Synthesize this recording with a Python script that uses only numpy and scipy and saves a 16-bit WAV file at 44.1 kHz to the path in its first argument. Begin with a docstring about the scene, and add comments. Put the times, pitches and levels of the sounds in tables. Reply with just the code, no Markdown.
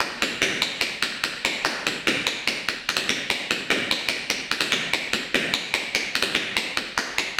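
"""Sharp tap-shoe clicks on a hard floor, about five steps a second, ring out in a brick-walled room.
Each blow shakes the shoe's body, its sole and its metal plate for a few milliseconds.
The room answers with quick echoes and a long fading tail. A faint steady hiss lies underneath.
A limiter turns the volume down on each loud blow, so the tail swells back after it."""
import sys
import numpy as np
from scipy import signal
from scipy.io import wavfile
from scipy.ndimage import uniform_filter1d, minimum_filter1d

SR = 44100
rng = np.random.default_rng(int(sys.argv[2]) if len(sys.argv) > 2 else 0)


def unload_audio(sound):
    """Save the sound as a 16-bit wav file, at the path given as the first command line argument."""
    columns = np.transpose(np.atleast_2d(sound))
    # keep every value between -1 and 1, then stretch to whole-number steps
    steps = np.round(np.clip(columns, -1, 1) * 32767)
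    wavfile.write(sys.argv[1], SR, steps.astype(np.int16))


N = 325899
CUTOFF_HZ = 16400   # treble above this is cut away


def from_db(db):
    """Turn decibels into a number to multiply a sound by."""
    return 10 ** (np.asarray(db) / 20)


def at_hz(points, hz, column=1):
    """Look up a table's value at any pitch, sliding between its rows."""
    table = np.array(points)
    return np.interp(np.log(hz), np.log(table[:, 0]), table[:, column])


def noise_bands():
    """Split noise into slices half an octave wide: (middle pitch [Hz], noise) for each."""
    edges = 25 * 2 ** (np.arange(20) / 2)
    white = rng.standard_normal((2, N))
    bands = []
    for k, (low, high) in enumerate(zip(edges, edges[1:])):
        band_filter = signal.butter(2, [low, high], "band", fs=SR, output="sos")
        bands.append((np.sqrt(low * high), signal.sosfilt(band_filter, white[k % 2])))
    return bands


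def add(out, sound, start):
    """Mix a sound in from a start sample on."""
    skip = max(0, -start)
    piece = sound[skip:len(out) - start]
    out[start + skip:start + skip + len(piece)] += piece


def strike(ms, tones, tuning, stretch=1, head_start=1.375):
    """A part's tones build as the shoe rolls down, and swing together at 0 ms, when it slaps flat."""
    out = 0
    for hz, decay_ms, level_db in tones:
        detune, change_db, phase = rng.normal(0, [.008, .5, .12])
        age = np.maximum(ms / (decay_ms * stretch) + head_start, 0)   # counted in fade times
        rise_and_fall = age * np.exp(1 - age)
        swing = -np.cos(2 * np.pi * hz * tuning * (1 + detune) * ms / 1000 + phase)
        out = out + from_db(level_db + change_db) * rise_and_fall * swing / stretch
    return out


def skid(ms, level_db=-26, decay_ms=1.0, low_hz=6000):
    """Metal skids on the floor as it lands, making a tiny burst of hiss."""
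    keep_treble = signal.butter(2, low_hz, "high", fs=SR, output="sos")
    hiss = signal.sosfilt(keep_treble, rng.standard_normal(len(ms)))
    return from_db(level_db) * hiss * (ms > 0) * np.exp(-np.abs(ms) / decay_ms)


# The tones of the floor, the shoe's parts and the crack where they meet, before a step adjusts them:
# (pitch [Hz], fade time [ms], level [dB])
FLOOR_BOOM = [(376, 2.1, -31.5)]
BODY_THUD = [(280.6, 1.19, -23.5), (539, 0.71, -16.5)]
HEEL_CLOP = [(969, 0.67, -15.5)]
SOLE_KNOCK = [(1424, 0.74, -8), (1855, 0.97, -13.5)]
METAL_RING = [(2211, 0.74, -8), (2730, 0.43, -8.5)]
METAL_CLINK = [(3956, 0.28, -3)]
METAL_PING = [(5450, 0.18, -11.5)]
METAL_TING = [(8130, 0.55, -21.5), (12300, 0.48, -30.5)]
CONTACT_CRACK = [(7230, 0.082, -8), (10700, 0.037, -5)]
# How each kind of stroke turns those sounds up or down and retunes them:
# (boom [dB], thud [dB], clop [dB], knock [dB], ring [dB], clink [dB], ping [dB], crack [dB],
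# ring tuning [ratio], clink tuning [ratio])
STROKE_MIX = { "heel": (-25, 3, 9.3, 2.5, -2.7, -2, 2.5, 0.5, 1.08, 1.16),
              "ball": (-9, 3.7, -8, -1, -0.8, -2.5, -12, 1, 1.12, 1.05),
              "stamp": (2, 7.8, -12, 2.2, 1.4, -2.5, 0, 1, 1.06, .95),
              "click": (-23, 2, 6, -4.5, 1, 6.5, 3, 2, 1.06, .99),
              "toe": (-34, 1.6, 6.5, -8, 1.5, 0.1, -0.5, 1.3, 1.0, 1.0),
              "tip": (-35, 3, 0.5, -4.5, 1.6, -0.6, 2.5, 1.5, 1.04, 1.08),
              "dig": (-32, 2.5, -3.5, 1.85, -0.7, .5, -2, 1.3, 1.11, 1.066),
              "slap": (-29, 7.5, -1.5, 1.7, 1.3, 3, -11, 5, 1.16, 1.05),
              "flat": (-15, 4.5, -5, 0.5, 1.3, 2, 4.5, .5, 1.05, 0.9)}


def shoe_tap(ms, stroke, brightness, ting_tuning, pivot_hz=2300, touch_ms=1.87, touch_db=-15):
    """One blow shares its force among the shoe's parts; a sharper landing favours the high ones."""
    boom, thud, clop, knock, ring, clink, ping, crack, ring_tuning, clink_tuning = STROKE_MIX[stroke]
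    # the spot that lands picks a high tone of the plate; the higher it is, the weaker it is
    ting = crack - 2.7 * 20 * np.log10(ting_tuning)
    # a stroke with a strong clink leaves the plate free, so the clink rings longer
    clink_stretch = from_db(0.61 * max(clink, 0))
    parts = [(FLOOR_BOOM, boom, 1, 1), (BODY_THUD, thud, 1, 1), (HEEL_CLOP, clop, 1, 1),
             (SOLE_KNOCK, knock, 1, 1), (METAL_RING, ring, ring_tuning, 1),
             (METAL_CLINK, clink, clink_tuning, clink_stretch), (METAL_PING, ping, 1, 1),
             (METAL_TING, ting, ting_tuning, 1), (CONTACT_CRACK, crack, 1, 1)]
    blow = from_db(crack) * skid(ms)
    for tones, level_db, tuning, stretch in parts:
        tilt_db = brightness * np.log2(tones[0][0] / pivot_hz)
        blow += from_db(level_db + tilt_db) * strike(ms, tones, tuning, stretch)
    # the plate's edge touches lightly just before the slap
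    early_ms = touch_ms * rng.uniform(0.668, 1.328)
    return blow + from_db(ring + touch_db) * strike(ms + early_ms, METAL_RING, ring_tuning)


# The room's wash of blended echoes:
# (pitch [Hz], relative level [dB], time for the tail to fade 60 dB [s])
ROOM_WASH = [(85, -18, 0.84), (123, -3.5, 1.5), (160, -1, 1.4), (260, 8, 0.49), (580, 0.84, 0.71),
             (900, -9, 1.02), (1410, -6.5, 0.89), (1920, -0.13, 0.91), (2700, -.5, .85), (4200, 0.8, 0.54),
             (7750, -4.5, 0.59), (13300, -9.5, 0.38)]
# Single echoes off the walls and ceiling: (delay [s], level [dB], treble cut-off [Hz])
WALL_ECHOES = [(.0059, -15, 4170), (.0081, -16, 6300), (0.013, -15, 5000), (0.022, -20.5, 3500),
               (0.083, -29, 4500), (.098, -25, 3500)]


def room_answers(count, early_db=-28, early_fade_s=0.12, late_db=-37, gap_s=0.00705):
    """Give the room's answer to each step: the feet move, so the sound bounces differently each time."""
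    length = int(1.1 * SR)
    t = np.arange(length) / SR
    arrived = np.clip((t - gap_s) / 0.0005, 0, 1)
    early = from_db(early_db - 60 * t / early_fade_s)
    bands = []
    for hz, noise in noise_bands():
        late = from_db(late_db - 60 * t / at_hz(ROOM_WASH, hz, column=2))
        bands.append((noise, arrived * from_db(at_hz(ROOM_WASH, hz)) * np.hypot(early, late)))
    click = t[:SR // 128] == 0
    dull_clicks = [signal.sosfilt(signal.butter(2, hz, fs=SR, output="sos"), click)
                   for _, _, hz in WALL_ECHOES]
    for _ in range(count):
        start = rng.integers(N - length)
        answer = sum(noise[start:start + length] * fade for noise, fade in bands)
        for (delay_s, level_db, _), echo in zip(WALL_ECHOES, dull_clicks):
            shift_s, change_db = rng.normal(0, [.0005, 2])
            add(answer, from_db(level_db + change_db) * echo, int((delay_s + shift_s) * SR))
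        yield answer


# The dance, one row for each blow: (time [s], stroke [name], strength [dB], brightness [dB per octave],
# room share [dB], ting tuning [ratio])
DANCE_STEPS = [ (.0048, "heel", 1.5, -0.4, -2.5, 1.05), (.223, "ball", 0.5, 0, -0.6, 0.89),
               (0.4194, "stamp", 0.5, .4, 2, .73), (0.6213, "click", 2, 0.16, -2, 0.89),
               (.8126, "tip", -1, 0.16, -1.7, 1.02), (1.0262, "dig", 0, 0.4, -2, 1),
               (1.2392, "dig", 0, 0.4, -3.5, 0.98), (1.4504, "toe", 2, 0, -0.5, 0.9),
               (1.6497, "heel", 1, 0, 0.2, 1.16), (1.8685, "ball", -0.3, -0.2, -1.9, .94),
               (2.073, "stamp", -.5, .5, 2, 1.1), (2.2689, "click", -1.5, 0, -2.5, 0.84),
               (2.476, "tip", -.5, 0.1, -1.5, 1.1), (2.6871, "dig", -3, -0.15, -5, 1.25),
               (2.8913, "dig", 3.5, 0.3, -3.5, 0.78), (2.9683, "slap", -0.5, 0.26, -2.5, 0.98),
               (3.094, "flat", -1.5, 0.3, -1, 0.69), (3.3026, "toe", .5, 0.24, -1.5, 1.03),
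               (3.509, "ball", -0.2, -.2, -2.5, .95), (3.7047, "stamp", -1, -0.2, 2, 1.02),
               (3.9134, "click", 2.5, -.1, -1.6, 0.97), (4.0876, "tip", 0.8, .3, -2.5, 1.08),
               (4.302, "tip", -1.2, -0.2, -2, 0.71), (4.5154, "dig", 1, .2, -4, 1.2),
               (4.6077, "slap", 2, 0.3, -1, 1), (4.7222, "flat", -0.5, 0, .5, 0.79),
               (4.936, "toe", 0.5, 0, -2.5, 0.98), (5.1346, "ball", 0, 0, -2.5, 0.92),
               (5.346, "stamp", 1.4, .1, 1.2, 1.03), (5.5393, "click", 1, 0.16, -3.5, 0.87),
               (5.7407, "toe", 0.2, .3, -1.5, .99), (5.95, "tip", -1, 0.2, -.9, 0.787),
               (6.1544, "dig", 0, 0.7, -3, 1.02), (6.226, "slap", 1, -.1, -1, 1.03),
               (6.3512, "flat", 1.5, -.5, -1.5, 1.16), (6.568, "toe", 0, 0.4, -1.6, 1),
               (6.7735, "dig", -1, -.6, -5.5, 1), (6.9783, "heel", 0, 0.34, -2, 0.78),
               (7.1846, "toe", -1, .3, -2.5, 0.82), (7.3869, "dig", 3, -0.2, -10, 0.76)]


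def tap_dance(boost_db=3):
    """Each blow is heard straight from the shoe, then again as it bounces around the room."""
    before = SR // 200   # samples of build-up ahead of the slap
    ms = np.arange(-before, 3 * before) * 1000 / SR
    out = np.zeros(N)
    for step, answer in zip(DANCE_STEPS, room_answers(len(DANCE_STEPS))):
        time_s, stroke, strength_db, brightness, room_db, ting_tuning = step
        blow = from_db(boost_db + strength_db) * shoe_tap(ms, stroke, brightness, ting_tuning)
        start = round(time_s * SR) - before
        add(out, blow, start)
        add(out, from_db(room_db) * signal.fftconvolve(blow, answer), start)
    return out


# The steady noise under the taps: (pitch [Hz], relative level [dB per Hz])
HISS_AND_RUMBLE = [(25, 24), (60, 19.5), (110, -57), (250, -62), (1000, -64), (4000, 23.5), (15000, -73)]


def steady_hiss(level_db=-46):
    """A faint steady hiss near 4000 Hz over a weaker low rumble."""
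    hiss = sum(from_db(at_hz(HISS_AND_RUMBLE, hz)) * noise for hz, noise in noise_bands())
    return from_db(level_db) * hiss / hiss.std()


def limiter(x, threshold_db=-5.0, release_db_per_s=46.0, sense_s=0.0013, ahead_s=0.0003):
    """The volume drops just ahead of each loud burst and creeps back at a steady rate."""
    power = uniform_filter1d(x ** 2, 2 * int(sense_s * SR / 2) + 1)
    excess_db = np.maximum(10 * np.log10(np.abs(power) + 1e-12) - threshold_db, 0)
    width = 2 * int(ahead_s * SR) + 1
    excess_db = -minimum_filter1d(-excess_db, width)   # take the biggest value nearby
    recovery_db = release_db_per_s * np.arange(N) / SR
    cut_db = np.maximum.accumulate(excess_db + recovery_db) - recovery_db
    return x * from_db(-uniform_filter1d(cut_db, width))


def scene():
    """The dancer in the room and the steady hiss, in one channel."""
    return (tap_dance() + steady_hiss())[None]


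def record(dry, upper=1.0, lower=0.76):
    """Limit the volume, round off the wave's tops and bottoms unevenly, then cut the highest treble."""
    limited = limiter(dry[0])
    ceiling = np.where(limited > 0, upper, lower)
    rounded = limited / (1 + (limited / ceiling) ** 4) ** (1 / 4)
    treble_cut = signal.ellip(10, .1, 80, CUTOFF_HZ, fs=SR, output="sos")
    return signal.sosfilt(treble_cut, rounded)[None]


dry = scene()
out = record(dry)
unload_audio(out)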